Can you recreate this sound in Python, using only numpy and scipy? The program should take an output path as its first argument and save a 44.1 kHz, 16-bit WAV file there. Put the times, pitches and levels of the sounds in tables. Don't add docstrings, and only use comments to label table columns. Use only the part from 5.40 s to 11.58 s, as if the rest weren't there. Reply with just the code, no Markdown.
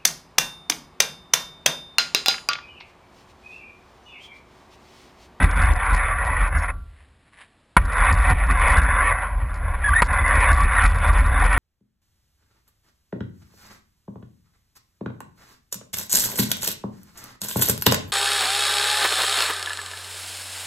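import sys
import numpy as np
from scipy import signal
from scipy.fft import rfft, irfft, next_fast_len
from scipy.io import wavfile
from scipy.ndimage import uniform_filter1d

SR = 44100
rng = np.random.default_rng(int(sys.argv[2]) if len(sys.argv) > 2 else 0)


def volts_from_decibels(level):
    exponent = np.asarray(level, float) / 20
    return 10 ** exponent


def wav_out(sig):
    wavfile.write(sys.argv[1], SR, np.round(np.clip(np.atleast_2d(sig).T, -1, 1) * 32767).astype(np.int16))


N = 272538
TIME = np.arange(N) / SR
STOP_S = 1.3033


def rms_one(x):
    return x / np.sqrt(np.mean(x ** 2) + 1e-20)


def bandpass(x, low_hz, high_hz, order=2):
    return signal.sosfilt(signal.butter(order, [low_hz, high_hz], "band", fs=SR, output="sos"), x)


def filtered(x, points):
    hz, db = np.transpose(points)
    size = next_fast_len(N + 4096)
    bins = np.fft.rfftfreq(size, 1 / SR) + 0.00099
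    gain = volts_from_decibels(np.interp(np.log(bins), np.log(hz), db))
    return irfft(rfft(x, size) * gain, size)[:N]


def in_time(rows):
    s, *columns = np.transpose(rows)
    return [np.interp(TIME, s, column) for column in columns]


def drift(rate_hz):
    r = np.exp(-80 * np.pi * rate_hz / SR)
    slow = signal.lfilter([1], [1, -2 * r, r * r], rng.standard_normal(N // 40 + 2002))[2000:]
    return np.interp(np.arange(N) / 40, np.arange(len(slow)), rms_one(slow))


def resonance(x, hz, width_hz):
    r = np.exp(-np.pi * width_hz / SR)
    poles = [1, -2 * r * np.cos(2 * np.pi * hz / SR), r * r]
    return signal.lfilter([(1 - r * r) / 2, 0, (r * r - 1) / 2], poles, x)


def body(x, modes, flicker_db, rate_hz, tilt_db=0):
    out = np.zeros(N)
    for k, (hz, width_hz, db) in enumerate(modes):
        uneven = x * volts_from_decibels(flicker_db * drift(rate_hz))
        level = volts_from_decibels(db + tilt_db * np.log2(1400 / hz))
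        out += (-1) ** k * resonance(uneven, hz, width_hz) * level
    return out


def grains(per_s, spread_db):
    sizes = volts_from_decibels(spread_db * np.minimum(rng.exponential(1, N), 4)) * rng.choice([-1, 1], N)
    return rms_one(sizes * (rng.random(N) < per_s / SR)) + 1e-18


def dying(at_s, t60_s, rise_s):
    age = np.maximum(TIME - at_s, 0)
    return (1 - np.exp(-age / rise_s)) * volts_from_decibels(-60 * age / t60_s)


def peaks_db(s, level_db, rise, fall):
    s, level_db, rise, fall = (np.reshape(column, (-1, 1)) for column in (s, level_db, rise, fall))
    age = TIME[::40] - s
    each = level_db - np.maximum(-age * rise, age * fall)
    total_db = 10 * np.log10(np.sum(volts_from_decibels(2 * each), axis=0) + 1e-14)
    return np.interp(TIME, TIME[::40], total_db)


def while_moving(db, ring_out, drop_db=0):
    still = TIME - STOP_S
    drop = drop_db * np.clip(still / 0.02, 0, 1)
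    fading = db[round(STOP_S * SR)] - drop - ring_out * still
    return np.where((still > 0) & (TIME < KNOCKS[0][0] + .004), fading, db)


# (time [s], tyre load as crunch level [dB], crustiness [dB], roughness [dB])
DRIVE = [(0.0, -19, -16.5, -21), (0.285, -23, -22, -31.5), (0.693, -23, -25, -28.5),
         (0.96, -25.5, -31, -29.5), (1.34, -21.5, -28, -30), (2.392, -39, -25, -20),
         (2.62, -17.5, -22.5, -36), (2.86, -19, -21, -27.5), (3.383, -18, -22, -20.5),
         (3.722, -19, -29, -26.5), (3.809, -24.5, -31, -33), (3.96, -39.5, -28.4, -29.5),
         (4.46, -30.5, -24.5, -30), (4.71, -23.5, -25.5, -27), (5.085, -16, -22.5, -24.5),
         (5.418, -18.5, -20, -26), (5.688, -17.5, -19, -22.5), (6.18, -22.5, -22, -20.5)]
# (time [s], depth [dB], recovery [s])
HOPS = [(0.043, 11, 0.13), (0.307, 7, 0.12), (0.545, 2.5, 0.043), (0.72, 5, 0.068), (1.069, 11, 0.063),
        (1.167, 9, 0.064), (1.245, 3.5, 0.11), (2.713, 8.5, 0.17), (2.915, 16, 0.16), (3.039, 10, 0.051),
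        (3.105, 7, 0.146), (3.384, 7.5, 0.21), (3.623, 4.6, 0.045), (3.716, 6.5, 0.077), (4.165, 3.5, 0.1),
        (4.346, 6.5, 0.087), (4.796, 6, 0.073), (4.96, 3.5, 0.087), (5.111, 11, 0.23), (5.238, 4, 0.22),
        (5.459, 14.5, 0.26), (5.698, 9.5, 0.12), (5.793, 10, 0.214), (6.062, 5, 0.031)]
# (time [s], depth [dB], recovery [s])
MORE_HOPS = [
    (1.247, 10, .012),
    (4.62, 16, .057),
]


def tyre_load():
    load_db = in_time(DRIVE)[0]
    unload_s = 0.027
    for s, depth_db, recovery_s in HOPS + MORE_HOPS:
        age = TIME - s
        dip = np.minimum(age / unload_s, 1 - (age - unload_s) / recovery_s)
        load_db = load_db - depth_db * np.clip(dip, 0, 1)
    return while_moving(load_db, 190, drop_db=19)


# (frequency [Hz], width [Hz], level [dB])
SHELL = [(575, 131, -8.5), (746.3, 36.5, -2), (1010.7, 104, -0.5), (1151, 32.5, 4), (1402, 183, -0.5),
         (1731, 302, 0.5), (1833, 181, 2.5), (2007, 91, -1.5), (2183, 159, -5.5), (2579, 73, -12)]
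# (frequency [Hz], width [Hz], level [dB])
UPPER_SHELL = [(2730, 150, -12), (2877, 100, -2.5), (3489, 85, -1.4), (3640, 150, -6)]


def crunch():
    crunch_db, upper_db = tyre_load(), in_time(DRIVE)[1]
    tilt_db = np.clip(-6 - 0.22 * crunch_db, -5, 12)
    breaks = grains(per_s=5000, spread_db=3.5) * volts_from_decibels(0.51 * drift(22))
    main = rms_one(body(breaks, SHELL, 1.8, 7, tilt_db))
    main = bandpass(main, 420, 2800, order=4)
    upper = rms_one(body(breaks, UPPER_SHELL, 3.5, 33))
    upper = bandpass(upper, 2700, 3950)
    haze = rms_one(bandpass(breaks, 3900, 5600))
    return volts_from_decibels(crunch_db) * (1.271 * main + volts_from_decibels(upper_db) * upper + volts_from_decibels(-45) * haze)


# (frequency [Hz], level per Hz [dB])
HISS = [(18, -25), (30, -2), (65, -3), (310, -8.5), (370, -12), (700, -13.5), (4080, -21.5), (5800, -31.5),
        (7540, -64), (12800, -120)]


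def recorder_hiss():
    return volts_from_decibels(-61) * rms_one(filtered(rng.standard_normal(N), HISS))


# (time [s], bounce level [dB], pitching level [dB], thud level [dB])
BUMPS = [(0.042, -15.5, -18.5, -21), (0.188, -14.5, -60.0, -30.5), (0.241, -17, -20.7, -30.5),
         (0.311, -15, -17, -31), (0.54, -13, -22, -32.5), (0.914, -60.0, -26.0, -39),
         (1.023, -14, -27, -35.5), (1.17, -21.5, -17, -38.5), (2.619, -14.5, -28.4, -34.6),
         (2.732, -17, -14.5, -30), (2.801, -15, -60.0, -41), (2.916, -14.5, -15, -26),
         (3.035, -17.1, -58, -54), (3.122, -18, -29, -29.5), (3.385, -20, -16, -31),
         (3.969, -19.4, -27, -66), (4.045, -26, -27, -57), (4.271, -24, -22.5, -64), (4.513, -24, -18, -42),
         (4.722, -65, -24, -36), (4.821, -62, -20, -35), (4.975, -14.5, -20, -34), (5.125, -15, -14, -29.5),
         (5.246, -16, -24, -30), (5.456, -9.5, -19, -29.5), (5.55, -28, -19.5, -54), (5.702, -15, -16, -34),
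         (5.799, -13, -24.5, -33.5), (5.929, -23.5, -24, -75), (6.052, -15, -31, -46)]
# (share of roughness [dB], build-up [dB/s], die-away [dB/s], ring-out at the stop [dB/s])
MOTIONS = [
    (1.5, 240, 198, 94),
    (-3.5, 203, 236, 57),
    (-17, 245, 389, 108),
]


def motion_db(column):
    share_db, rise, fall, ring_out = MOTIONS[column]
    bumps = np.array(BUMPS)
    bump_db = peaks_db(bumps[:, 0], bumps[:, column + 1], rise, fall)
    ground_db = in_time(DRIVE)[2] + share_db
    power = volts_from_decibels(2 * bump_db) + volts_from_decibels(2 * ground_db)
    return while_moving(10 * np.log10(power), ring_out)


def fed(modes, size):
    low, high = min(modes)[0], max(modes)[0]
    swing = body(rng.standard_normal(N), modes, 1.54, 12)
    swing = resonance(swing, np.sqrt(low * high), 1.59 * (high - low))
    level = np.sqrt(uniform_filter1d(swing ** 2, size=size) + 1e-12)
    return rms_one(swing / level ** 1.19)


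# (frequency [Hz], width [Hz], level [dB])
BOUNCE = [(43.54, 3.5, -6), (34, 17.3, -17.5), (51.1, 2.7, -9.5)]
# (frequency [Hz], width [Hz], level [dB])
PITCHING = [(74.95, 12.2, 3), (63.1, 9, 4.5), (91, 46, -15.5)]
# (frequency [Hz], width [Hz], level [dB])
THUD = [(115.4, 35, -3), (169, 19.2, 1.4), (256, 17.2, -4), (356, 270, -20.5)]


def shudder():
    bounce_db, pitching_db, thud_db = (motion_db(column) for column in range(3))
    springs = volts_from_decibels(bounce_db) * fed(BOUNCE, size=3000) + volts_from_decibels(pitching_db) * fed(PITCHING, size=2500)
    thuds = volts_from_decibels(thud_db) * fed(THUD, size=1500)
    decay = volts_from_decibels(-60 / (0.025 * SR))
    bursts = signal.lfilter([1], [1, -decay], np.abs(grains(per_s=270, spread_db=3)))
    rattle = bandpass(bursts * rng.standard_normal(N), 3600, 6500)
    rattle_db = -62 + (np.clip(thud_db, -110, -32) + 34.5) + 2 * drift(9)
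    return springs + thuds + volts_from_decibels(rattle_db) * rms_one(rattle)


def thumps():
    out, age = np.zeros(N + SR), np.arange(-1500, 1500) / SR
    push = np.cos(2 * np.pi * 75 * age) * np.exp(-.5 * (age / 0.0039) ** 2)
    for s, _, _, thud_db in BUMPS:
        i = round(s * SR) - 1500
        out[i:i + 3000] += volts_from_decibels(thud_db + 12) * push
    return out[:N]


# (time [s], peak [dB])
TICKS = [(0.0287, -30.5), (0.1391, -57), (0.1655, -41), (0.2189, -30.5), (0.257, -36), (0.4574, -43),
         (0.5312, -34), (0.5465, -30.5), (0.8485, -36.5), (1.0116, -41), (1.1867, -38), (1.2554, -48),
         (2.4518, -40), (2.5215, -36), (2.58, -44), (2.6454, -39), (2.726, -29), (2.787, -39),
         (2.8245, -38), (2.8694, -40), (2.9003, -32), (2.9871, -50), (3.1098, -32), (3.1953, -38),
         (3.2809, -32), (3.3026, -30), (3.3708, -28.5), (3.4166, -35), (4.1425, -40), (4.485, -38.5)]
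# (time [s], peak [dB])
RUT_TICKS = [(4.6194, -22), (4.6515, -34), (4.73, -39), (4.8803, -33), (4.9377, -40), (4.9536, -35),
             (5.0035, -32), (5.085, -37), (5.1148, -29), (5.1627, -35), (5.2066, -32.5), (5.235, -34.5),
             (5.3532, -43), (5.4211, -34), (5.44, -37), (5.458, -28), (5.4979, -38), (5.5448, -39),
             (5.5852, -40), (5.6341, -42), (5.674, -38), (5.7296, -36), (5.7825, -34), (5.8628, -37),
             (5.9975, -38), (6.0413, -32.5), (6.102, -39), (6.128, -34)]


def ticks():
    out, noise = np.zeros(N), rng.standard_normal(N)
    small = []
    for s, _, _, thud_db in BUMPS:
        for early in rng.uniform(-1, 1, 2):
            small.append((abs(s + .09 * early), -44 + 0.68 * (thud_db + 35.5)))
    clear, chatter = TICKS + RUT_TICKS, []
    for s, peak_db in clear:
        for _ in range(2):
            if _ == 0:
                later_s, softer_db = 0, 0
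                gaps = rng.uniform(.4, 1.6, (2, 2))
            later_s += .011 * gaps[_, 0]
            softer_db += 5.5 * gaps[_, 1]
            chatter.append((s + later_s, peak_db - softer_db))
    age = np.arange(900) / SR
    for s, peak_db in clear + small + chatter:
        i = round(s * SR)
        burst = noise[i:i + 900] * volts_from_decibels(peak_db + 7.0 - 60 * age / .022)[:N - i]
        burst = resonance(burst, rng.uniform(3700, 4900), 2400)
        out[i:i + 900] += resonance(burst, 4300, 3600)
    return out


# (time [s], length [s], first frequency [Hz], last frequency [Hz], level [dB])
SQUEAKS = [(4.437, 0.06, 1730, 1617, -17.5), (4.481, 0.063, 1130, 1188, -19),
           (4.529, 0.019, 1390, 1750, -16.5), (4.548, 0.027, 1850, 1802, -12),
           (4.571, 0.039, 1885, 1854, -15.5), (5.17, 0.067, 1160, 1145, -19.5),
           (5.355, 0.047, 1950, 1817, -18), (1.17, 0.035, 5430, 5400, -48), (1.22, .018, 5430, 5280, -47)]
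# (time [s], frequency [Hz], level [dB], t60 [s])
AFTER_RING = [(1.29, 1150, -34, .3), (1.3, 1375, -44, .6), (1.36, 170, -46, .35)]


def squeaks():
    out = np.zeros(N)
    for s, length, first_hz, last_hz, level_db in SQUEAKS:
        end = s + length
        hz = np.interp(TIME, [s, end], [first_hz, last_hz])
        gate = np.clip(np.minimum((TIME - s) / .008, (end - TIME) / .003), 0, 1)
        turn = 2 * np.pi * np.cumsum(hz + 35 * drift(154.4)) / SR
        grip = 1 + .35 * drift(110)
        out += gate * grip * volts_from_decibels(level_db) * (np.sin(turn) + 0.048 * np.sin(2 * turn))
    for s, hz, level_db, t60_s in AFTER_RING:
        out += volts_from_decibels(level_db) * np.sin(2 * np.pi * hz * TIME) * dying(s, t60_s, 0.0049)
    return out


# (time [s], level [dB], swell [dB/s], fade [dB/s])
STEPS = [(1.585, -58, 119, 86), (1.63, -61.5, 111, 905), (1.89, -62, 117, 903), (1.93, -55.5, 898, 74),
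         (2.019, -42.5, 254, 399)]
# (frequency [Hz], level per Hz [dB])
STEP_COLOUR = [(290, -41), (500, -13), (879, -8), (1150, 1), (1270, -9), (1780, 2.5), (3810, -12),
               (5800, -26), (7540, -68), (12800, -120)]


def footsteps():
    packing = filtered(grains(per_s=3000, spread_db=4.0), STEP_COLOUR)
    return volts_from_decibels(peaks_db(*np.transpose(STEPS))) * rms_one(packing)


# (time [s], peak [dB], t60 [s], jolt to the springs [dB], rebound delay [s])
KNOCKS = [
    (2.3655, -2.5, .06, 2, .02),
    (4.62, -4, .045, -1, .0175),
]


def knocks():
    out, muffle = np.zeros(N), signal.butter(3, 2600, fs=SR, output="sos")
    for s, level_db, t60_s, jolt_db, rebound_s in KNOCKS:
        crack = rng.standard_normal(N)
        shell = body(crack, SHELL, 0, 1) + 0.25 * resonance(crack, 1400, 3300)
        shell = rms_one(signal.sosfilt(muffle, shell))
        edges = .5 * resonance(crack, 3070, 250) + 1.64 * resonance(crack, 153, 246)
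        kick = np.sin(2 * np.pi * 45 * (TIME - s - rebound_s)) * dying(s, .16, .03)
        floor_pan = np.sin(2 * np.pi * 170 * (TIME - s)) * dying(s, 0.04, 0.0013)
        out += volts_from_decibels(level_db) * (shell + edges) * dying(s, t60_s, 0.0013)
        out += volts_from_decibels(jolt_db) * (kick + 0.38 * floor_pan)
    return out


def scene():
    car = crunch() + recorder_hiss() + shudder() + thumps() + ticks()
    car = car + squeaks() + footsteps() + knocks()
    return np.array([car, car])


def band_limit(x):
    return signal.sosfilt(signal.butter(12, 12430, fs=SR, output="sos"), x)


# (frequency [Hz], level [dB])
APART = [(60, -28.5), (110, -29.5), (190, -20), (350, -12.5), (630, -24.5), (1130, -37), (2030, -33),
         (3660, -20), (6580, -4), (9500, -24.5), (12000, -11)]


def record(dry):
    stored_hz = 12000
    x = 1.5 * np.tanh(dry[0] / 1.5)
    x = signal.sosfilt(signal.cheby2(12, 30, 6050, fs=SR, output="sos"), x)
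    x = x * (1 + 2 * np.cos(2 * np.pi * stored_hz * TIME))
    size = next_fast_len(N + 4096)
    holding = np.sinc(np.fft.rfftfreq(size, 1 / SR) / stored_hz)
    x = irfft(rfft(x, size) * holding, size)[:N]
    x = x / (1 + (x / .97) ** 6) ** (1 / 6)
    x = signal.sosfilt(signal.cheby2(16, 60, 12900, fs=SR, output="sos"), x)
    patches = volts_from_decibels(-9.5 + 7.8 * drift(8.8))
    apart = filtered(x * drift(38) * patches, APART)
    return band_limit(np.array([x + apart, x - apart]))


dry = scene()
out = record(dry)
wav_out(out)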